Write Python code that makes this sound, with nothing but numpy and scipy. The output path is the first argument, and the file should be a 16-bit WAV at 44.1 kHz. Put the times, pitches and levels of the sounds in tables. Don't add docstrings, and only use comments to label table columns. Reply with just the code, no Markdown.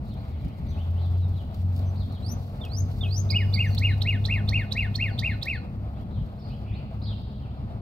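import sys
import numpy as np
from scipy import signal
from scipy.fft import rfft, irfft
from scipy.io import wavfile
from scipy.ndimage import uniform_filter1d

SR = 44100
rng = np.random.default_rng(int(sys.argv[2]) if len(sys.argv) > 2 else 0)


def master(y):
    cut = np.clip(np.atleast_2d(y).T, -1, 1)
    pcm = np.round(cut * 32767)
    wavfile.write(sys.argv[1], SR, pcm.astype(np.int16))


N = 344421

# offset_s, base_pitch_hz, relative_db
UPSLUR_SHAPE = [(-.125, 3940, -39), (-.1, 4310, -24), (-.07, 5010, -13), (-.055, 5270, -15.5),
                (-.04, 5960, -6), (-.025, 6400, -6), (-.01, 6520, -6), (0, 6840, -15), (.01, 6890, -16)]
DOWNSLUR_SHAPE = [(-.012, 3680, -15), (-.005, 3635, -8.5), (.005, 3520, -20), (.016, 3314, -5),
                  (.03, 2730, -9.5), (.045, 2550, -10.5), (.06, 2514, -29)]
HOOK_SHAPE = [(-.018, 3740, -22), (-.008, 3920, -16), (-.003, 4765, 4.5), (.002, 5144, 0), (.009, 4950, -1),
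              (.016, 4410, -12.5), (.026, 3870, -23)]
FLICK_SHAPE = [(-.012, 3837, -21.5), (-.006, 3887, -27.5), (-.002, 4064, -12.5), (.003, 4540, -2.5),
               (.006, 5090, -21), (.008, 6200, -11.5), (.012, 6060, -15)]
SWOOP_SHAPE = [(-.07, 2506, -30), (-.057, 2393, -17.5), (-.039, 2078, -16.5), (-.028, 2230, -7.5),
               (-.008, 2828, -4.5), (.003, 2860, 0.5), (.014, 2580, -10), (.055, 1865, -8.5),
               (.095, 1350, -32)]
ARCH_SHAPE = [(-.047, 1852, -34), (-.038, 1850, -10), (-.021, 2330, -5), (-.01, 2684, -2), (.003, 2791, -1),
              (.02, 2425, -7), (.05, 1920, -7), (.08, 1455, -17), (.093, 1480, -24)]
# time_s, pitch_ratio, gain_db, overtone_boost_db
UPSLUR_NOTES = [(2.335, 0.93, -35, 21.6), (2.814, 0.97, -30, 12.7), (3.208, 0.97, -26.5, 7.6)]
# time_s, pitch_ratio, gain_db
DOWNSLUR_NOTES = [(2.623, 0.99, -39), (3.02, 0.99, -31.5)]
HOOK_NOTES = [(3.308, 0.98, -32), (3.543, 0.92, -33.5)]
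SWOOP_NOTES = [(3.367, 1.012, -23), (3.61, 0.98, -22)]
# arch_top_s, arch_pitch_ratio, flick_pitch_ratio, gain_db
RUN_SYLLABLES = [(3.8528, 1.023, 0.91, -23.5), (4.091, 1.02, 0.91, -23.5), (4.3249, 1, 0.9, -23),
                 (4.56, 1.01, .94, -22.5), (4.7936, 1.003, 0.92, -22), (5.0268, 1.004, 0.93, -22.5),
                 (5.2618, 1, 0.9, -22.5), (5.4987, .99, 0.9, -23)]
# harmonic, high_side_db, low_side_db
SYRINX_OVERTONES = [(2, -37.5, -39), (3, -61, -49), (4, -64, -67), (5, -64, -50), (6, -70, -47.5)]
# delay_ms, left_db, right_db
WALL_ECHOES = [(13.94, -10, -17), (21, -18.5, -17.5), (34.7, -24, -26.5), (47.9, -25, -23),
               (66, -35.5, -34), (92, -45.5, -43)]
# freq_hz, base_t60_s
STREET_DECAY = [(1500, 0.7), (3000, 0.5), (5000, 0.83), (8000, 0.15), (15000, 0.14)]
# freq_hz, gain_db
LEFT_RESPONSE = [(1500, -8.5), (2800, 1.5), (3500, 2.5), (4200, -1), (4900, -3), (5800, -0.5), (6500, 1),
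                 (7500, 8), (10000, 4), (12500, 2), (15000, 2.5)]
RIGHT_RESPONSE = [(1500, -9.5), (2800, 2), (3500, 7.5), (4200, 9.5), (4900, 7.5), (5800, -11.5),
                  (6500, -12), (7200, -18), (10000, 7), (12500, 13), (15000, -8.5)]

# length_s, start_pitch_ratio, end_pitch_ratio
WHIP_UP, WHIP_DOWN = (.014, .68, 1.03), (.078, 1, .6)
LIFT, DIP = (.065, .64, 1.01), (.05, .96, .83)
# turn_s, pitch_hz, level_db
WHIP_CALLS = [(.077, 4820, -58), (.68, 4720, -56.5), (1.0, 4890, -55), (1.35, 4390, -55),
              (1.969, 5100, -52.5), (2.111, 4640, -55), (6.12, 4500, -59), (7.03, 5094, -46),
              (7.069, 4290, -49), (7.143, 4660, -63), (7.408, 3500, -60.5)]
# start_s, pitch_hz, level_db
LIFT_CALLS = [(.765, 3720, -52), (.955, 4010, -56), (1.14, 4500, -64), (6.49, 3450, -54.5),
              (6.715, 4870, -55), (7.53, 5430, -70)]
DIP_CALLS = [(1.209, 4280, -56), (3.7, 4850, -47), (3.888, 4430, -45), (5.099, 4880, -51),
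             (5.298, 4650, -49.5), (5.529, 4900, -48.5)]
# start_s, length_s, start_hz, end_hz, level_db
BURR_CALLS = [(0, 0.92, 2146, 2196, -64), (6.36, 0.19, 4490, 3880, -59), (6.63, .22, 2386, 2765, -53)]
PEEP_CALLS = [(.68, 0.047, 6080, 6050, -62), (1.85, 0.065, 6090, 6070, -63.5),
              (3.665, 0.039, 6070, 6030, -55.5)]

# freq_hz, density_db
TRAFFIC_SPECTRUM = [(20, -24.5), (45, -1), (70, -0.5), (115, -1), (165, -7.5), (240, -10.5), (330, -23),
                    (480, -25), (650, -20), (820, -24), (980, -30.5), (1300, -31), (1700, -42), (4400, -48),
                    (6500, -65.5)]
# freq_hz, correlation (clipped to +-1 in use)
PORT_CORRELATION = [(30, 0.83), (150, 1), (300, 0.89), (600, 0.58), (1200, 1), (3000, -1.2), (5000, 0.51),
                    (8000, 0.4), (12000, 0.13)]
# time_s, firing_hz
FIRING_RATE = [(0, 78), (.6, 81), (.9, 86), (1.3, 91), (1.6, 90), (2, 93), (2.8, 94.5), (3.2, 97.5),
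               (3.9, 98.5), (4.5, 101), (5.3, 102), (7.8, 104)]
# harmonic, relative_db
EXHAUST_LINES = [(1, 1), (1.5, -17.5), (2, -26)]
# start_s, length_s, crest_fraction, crest_db
ENGINE_PULLS = [(0.34, 0.046, 0.46, -29.5), (0.637, 0.68, 0.8, -23.5), (1.588, 0.46, 0.41, -25.5),
                (2.374, .09, 0.67, -35), (2.776, 0.095, 0.39, -23), (3.006, 1.56, 0.47, -23.5),
                (4.72, 0.59, 0.63, -29), (5.755, 0.051, 0.46, -31.5), (6.677, 0.047, 0.33, -27.5),
                (6.96, 0.22, 0.51, -30)]
# freq_hz, level_db
HUM_LINES = [(68.5, -42.5), (137, -47.5), (205, -48), (343, -62), (411, -65), (480, -65)]
# time_s, gain_db
HUM_SWELL = [(0, 0), (2, 0), (3.2, 7), (4.6, 6.5), (6, 1), (7.8, 4)]
# freq_hz, density_db
GRIP_SPECTRUM = [(500, -20.5), (2000, -1.5), (4500, 7), (6000, -5), (10000, -9), (11000, -8), (11600, 1),
                 (12400, -3.5), (15500, -4.5)]
# time_s, level_db
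GRIP_ENVELOPE = [(0, -74), (1.5, -71), (2.6, -70.5), (3.7, -66), (4.2, -72), (5.3, -73), (5.8, -78.5),
                 (7.1, -78.5), (7.8, -85)]
# start_s, level_db
GRIP_TICKS = [(.1401, -54), (1.545, -47), (1.763, -46), (1.7774, -53), (1.792, -46.5), (2.1234, -53),
              (2.6507, -43), (2.9143, -50), (3.7482, -35.5), (3.7945, -38), (5.456, -39)]


def cardinal(near_ms=2.79, near_db=-3, tail_db=-19, port_lag_ms=.043):
    voice = song()
    near = voice + gain_of(near_db) * delayed(voice, near_ms)
    left, right = near + walls(near)
    right = delayed(right, port_lag_ms)
    direct = np.array([colour(left, LEFT_RESPONSE), colour(right, RIGHT_RESPONSE)])
    scattered = (colour(near, LEFT_RESPONSE) + colour(near, RIGHT_RESPONSE)) / 2
    return direct + gain_of(tail_db) * street(scattered, stretch=1)


def song(flick_lead_s=.072, flick_db=-2.3, flick_bright_db=7):
    _, high_db, low_db = np.transpose(SYRINX_OVERTONES)
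    flicks = [(s - flick_lead_s, ratio, db + flick_db) for s, _, ratio, db in RUN_SYLLABLES]
    arches = [(s, ratio, db) for s, ratio, _, db in RUN_SYLLABLES]
    return (phrase(UPSLUR_SHAPE, UPSLUR_NOTES, high_db, waver=.009, rasp_db=-55)
            + phrase(DOWNSLUR_SHAPE, DOWNSLUR_NOTES, low_db, waver=.009, rasp_db=-33)
            + phrase(HOOK_SHAPE, HOOK_NOTES, high_db, waver=.014, rasp_db=-22)
            + phrase(FLICK_SHAPE, flicks, high_db + flick_bright_db, waver=.071, rasp_db=-19)
            + phrase(SWOOP_SHAPE, SWOOP_NOTES, low_db, waver=.0035, rasp_db=-40)
            + phrase(ARCH_SHAPE, arches, low_db, waver=.0035, rasp_db=-43.5))


def phrase(shape, notes, overtones_db, waver, rasp_db):
    out = np.zeros(N)
    for time_s, pitch_ratio, db, *boost_db in notes:
        note = whistle(shape, pitch_ratio, overtones_db + sum(boost_db), waver, rasp_db)
        add(out, time_s + shape[0][0], gain_of(db) * note)
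    return out


def whistle(shape, pitch_ratio, overtones_db, waver, rasp_db, leak_db=21, shimmer_db=3):
    t = np.arange(shape[0][0], shape[-1][0], 1 / SR)
    base_hz, envelope_db = (uniform_filter1d(column, size=130) for column in follow(shape, t))
    pitch_hz = base_hz * pitch_ratio
    jitter = waver * drift(970, size=8192)[:len(t)]
    phase = 2 * np.pi * np.cumsum(pitch_hz * (1 + jitter)) / SR
    octave_db = leak_db * np.clip(np.log2(2600 / base_hz), 0, 1)
    tone = np.sin(phase) + gain_of(rasp_db) * rng.standard_normal(8192)[:len(t)]
    for k, overtone_db in enumerate(overtones_db, 2):
        level_db = overtone_db + shimmer_db * drift(110, size=8192)[:len(t)] + octave_db * (k == 2)
        tone += gain_of(level_db) * np.sin(k * phase) * (k * pitch_hz < SR / 2)
    return tone * gain_of(envelope_db) * signal.windows.tukey(len(t), .06)


def walls(x, sway_ms=.084, fade_db=2):
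    index, out = np.arange(N), np.zeros((2, N))
    for delay_ms, left_db, right_db in WALL_ECHOES:
        lag_samples = (delay_ms + sway_ms * drift(2)) * SR / 1000
        level_db = np.array([[left_db], [right_db]]) + fade_db * drift(3.2)
        out += gain_of(level_db) * np.interp(index - lag_samples, index, x)
    return out


def street(x, stretch, gap_s=.008):
    taps = rng.standard_normal((2, SR)) * (rng.random((2, SR)) < .1) * (np.arange(SR) > gap_s * SR)
    hz, t, spectra = signal.stft(taps, SR, nperseg=256)
    t60_s = stretch * spectrum_at(STREET_DECAY, hz)[:, None]
    _, tail = signal.istft(spectra * gain_of(-60 * t / t60_s), SR, nperseg=256)
    return signal.fftconvolve(x[None], tail / np.linalg.norm(tail[0]), axes=1)[:, :N]


def far_birds(direct_db=-3.5, early_db=-7, late_db=-6, peep_tail_db=-9):
    whips = glides(WHIP_UP, WHIP_CALLS, lead_s=WHIP_UP[0]) + glides(WHIP_DOWN, WHIP_CALLS)
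    farthest = slurs(whips + glides(LIFT, LIFT_CALLS) + chatter(), waver=.024)
    farthest += slurs(BURR_CALLS, waver=.11)
    calls = farthest + slurs(glides(DIP, DIP_CALLS), waver=.013)
    peeps = slurs(PEEP_CALLS, waver=.002)
    early = gain_of(early_db) * street(calls, stretch=.29)
    late = gain_of(late_db) * street(farthest, stretch=2.3)
    peep_tail = gain_of(peep_tail_db) * street(peeps, stretch=.9)
    return gain_of(direct_db) * calls + early + late + peeps + peep_tail


def chatter(level_db=-65, spread_db=6, low_hz=3400, high_hz=5200, count=48):
    when, pitch, strength = rng.random((count, 3)).T
    pitch_hz = low_hz + (high_hz - low_hz) * pitch
    calls = np.transpose([when * N / SR, pitch_hz, level_db + spread_db * (strength - .5)])
    return glides(LIFT, calls[::2]) + glides(WHIP_DOWN, calls[1::2])


def glides(shape, calls, lead_s=0):
    length_s, start_ratio, end_ratio = shape
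    return [(s - lead_s, length_s, start_ratio * hz, end_ratio * hz, db) for s, hz, db in calls]


def slurs(rows, waver):
    out = np.zeros(N)
    for start_s, length_s, start_hz, end_hz, db in rows:
        size = int(length_s * SR)
        pitch_hz = np.geomspace(start_hz, end_hz, size) * (1 + waver * drift(150, size=size))
        tone = np.sin(2 * np.pi * np.cumsum(pitch_hz) / SR)
        add(out, start_s, gain_of(db) * tone * signal.windows.tukey(size, .5))
    return out


def traffic(rumble_db=-35, roar_db=-50.5, rumble_rise_db=2, roar_rise_db=3, swell_db=1.9):
    nearest_s, width_s, split_hz = 3.9, 1.6, 350
    nearness = np.exp(-((np.arange(N) / SR - nearest_s) / width_s) ** 2 / 2)
    noise = stereo_noise(TRAFFIC_SPECTRUM)
    bass = signal.sosfiltfilt(signal.butter(4, split_hz, fs=SR, output="sos"), noise)
    rumble = gain_of(rumble_db + rumble_rise_db * nearness + swell_db * drift(6)) * unit_rms(bass)
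    roar = gain_of(roar_db + roar_rise_db * nearness + swell_db * drift(15)) * unit_rms(noise - bass)
    return rumble + roar


def engine(gain_db=-1.5, idle_db=-41.5, flutter_db=1.43, throb_db=.85):
    t = np.arange(N) / SR
    firing_hz, = follow(FIRING_RATE, t)
    phase = 2 * np.pi * np.cumsum(firing_hz) / SR
    exhaust = np.sqrt(2) * sum(gain_of(db) * np.sin(k * phase) for k, db in EXHAUST_LINES)
    load = np.maximum(gain_of(idle_db), sum(pull(t, *row) for row in ENGINE_PULLS))
    return load * gain_of(gain_db + flutter_db * drift(40) + throb_db * drift(5.5)) * exhaust


def pull(t, start_s, length_s, crest_fraction, crest_db, attack_s=.046, release_s=.16, droop_db=12.5):
    age_s = t - start_s
    gate = np.clip(np.minimum(age_s / attack_s, (length_s - age_s) / release_s) + 1, 0, 1)
    progress = np.clip(age_s / length_s, 0, 1)
    return gate * gain_of(crest_db - droop_db * (progress - crest_fraction) ** 2)


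def machine_hum(flutter_db=3, waver=.003):
    swell_db, = follow(HUM_SWELL, np.arange(N) / SR)
    warped_s = np.cumsum(1 + waver * drift(3)) / SR
    return sum(gain_of(db + swell_db + flutter_db * drift(2.3)) * np.sin(2 * np.pi * hz * warped_s)
               for hz, db in HUM_LINES)


def grip_rustle(friction_gain_db=6, flicker_db=2, rub_db=1.5, tick_gain_db=-2, tick_decay_s=.004):
    shift_end_s, faint_count, faint_boost_db = 7.4, 14, 16
    envelope_db, = follow(GRIP_ENVELOPE, np.arange(N) / SR)
    force = gain_of(friction_gain_db + envelope_db + flicker_db * drift(35) + rub_db * drift(6))
    faint_times_s = shift_end_s * rng.random(faint_count)
    faint_ticks = [(s, follow(GRIP_ENVELOPE, s)[0] + faint_boost_db) for s in faint_times_s]
    tick = np.exp(-np.arange(2000) / SR / tick_decay_s)
    for start_s, db in GRIP_TICKS + faint_ticks:
        add(force, start_s, gain_of(db + tick_gain_db) * tick)
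    return force * stereo_noise(GRIP_SPECTRUM)


def stereo_noise(spectrum):
    hz = np.fft.rfftfreq(N, 1 / SR)
    left, independent = rfft(rng.standard_normal((2, N)))
    correlation = np.clip(spectrum_at(PORT_CORRELATION, hz), -1, 1)
    right = correlation * left + np.sqrt(1 - correlation ** 2) * independent
    return unit_rms(irfft(np.array([left, right]) * gain_of(spectrum_at(spectrum, hz)), N))


def drift(rate_hz, size=N):
    hz = np.fft.rfftfreq(size, 1 / SR)
    return unit_rms(irfft(rfft(rng.standard_normal(size)) / (1 + (hz / rate_hz) ** 4), size))


def colour(x, response):
    hz = np.fft.rfftfreq(2 * N, 1 / SR)
    return irfft(rfft(x, 2 * N) * gain_of(spectrum_at(response, hz)))[..., :N]


def delayed(x, delay_ms):
    hz = np.fft.rfftfreq(2 * N, 1 / SR)
    return irfft(rfft(x, 2 * N) * np.exp(-2j * np.pi * hz * delay_ms / 1000))[:N]


def spectrum_at(rows, hz):
    freq_hz, values = np.transpose(rows)
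    return np.interp(np.log(hz + 1), np.log(freq_hz + 1), values)


def follow(rows, t):
    time_s, *columns = np.transpose(rows)
    return [np.interp(t, time_s, column) for column in columns]


def add(mix, start_s, sound):
    part = mix[max(round(start_s * SR), 0):][:len(sound)]
    part += sound[:len(part)]


def gain_of(db):
    return 10 ** (np.asarray(db) / 20)


def unit_rms(x):
    return x / np.sqrt(np.mean(x ** 2) + 1e-20)


def scene(road_pan_db=.5, road_lag_ms=.26):
    left, right = (traffic() + engine() + machine_hum()) * gain_of([[road_pan_db], [-road_pan_db]])
    road = np.array([left, delayed(right, road_lag_ms)])
    return cardinal() + far_birds() + road + grip_rustle()


def record(dry, cutoff_hz=15850):
    fades = signal.windows.tukey(N, .0005)
    lowpass = signal.firwin(511, cutoff_hz, window=("kaiser", 9), fs=SR)
    return signal.oaconvolve(dry * fades, lowpass[None], "same")


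dry = scene()
out = record(dry)
master(out)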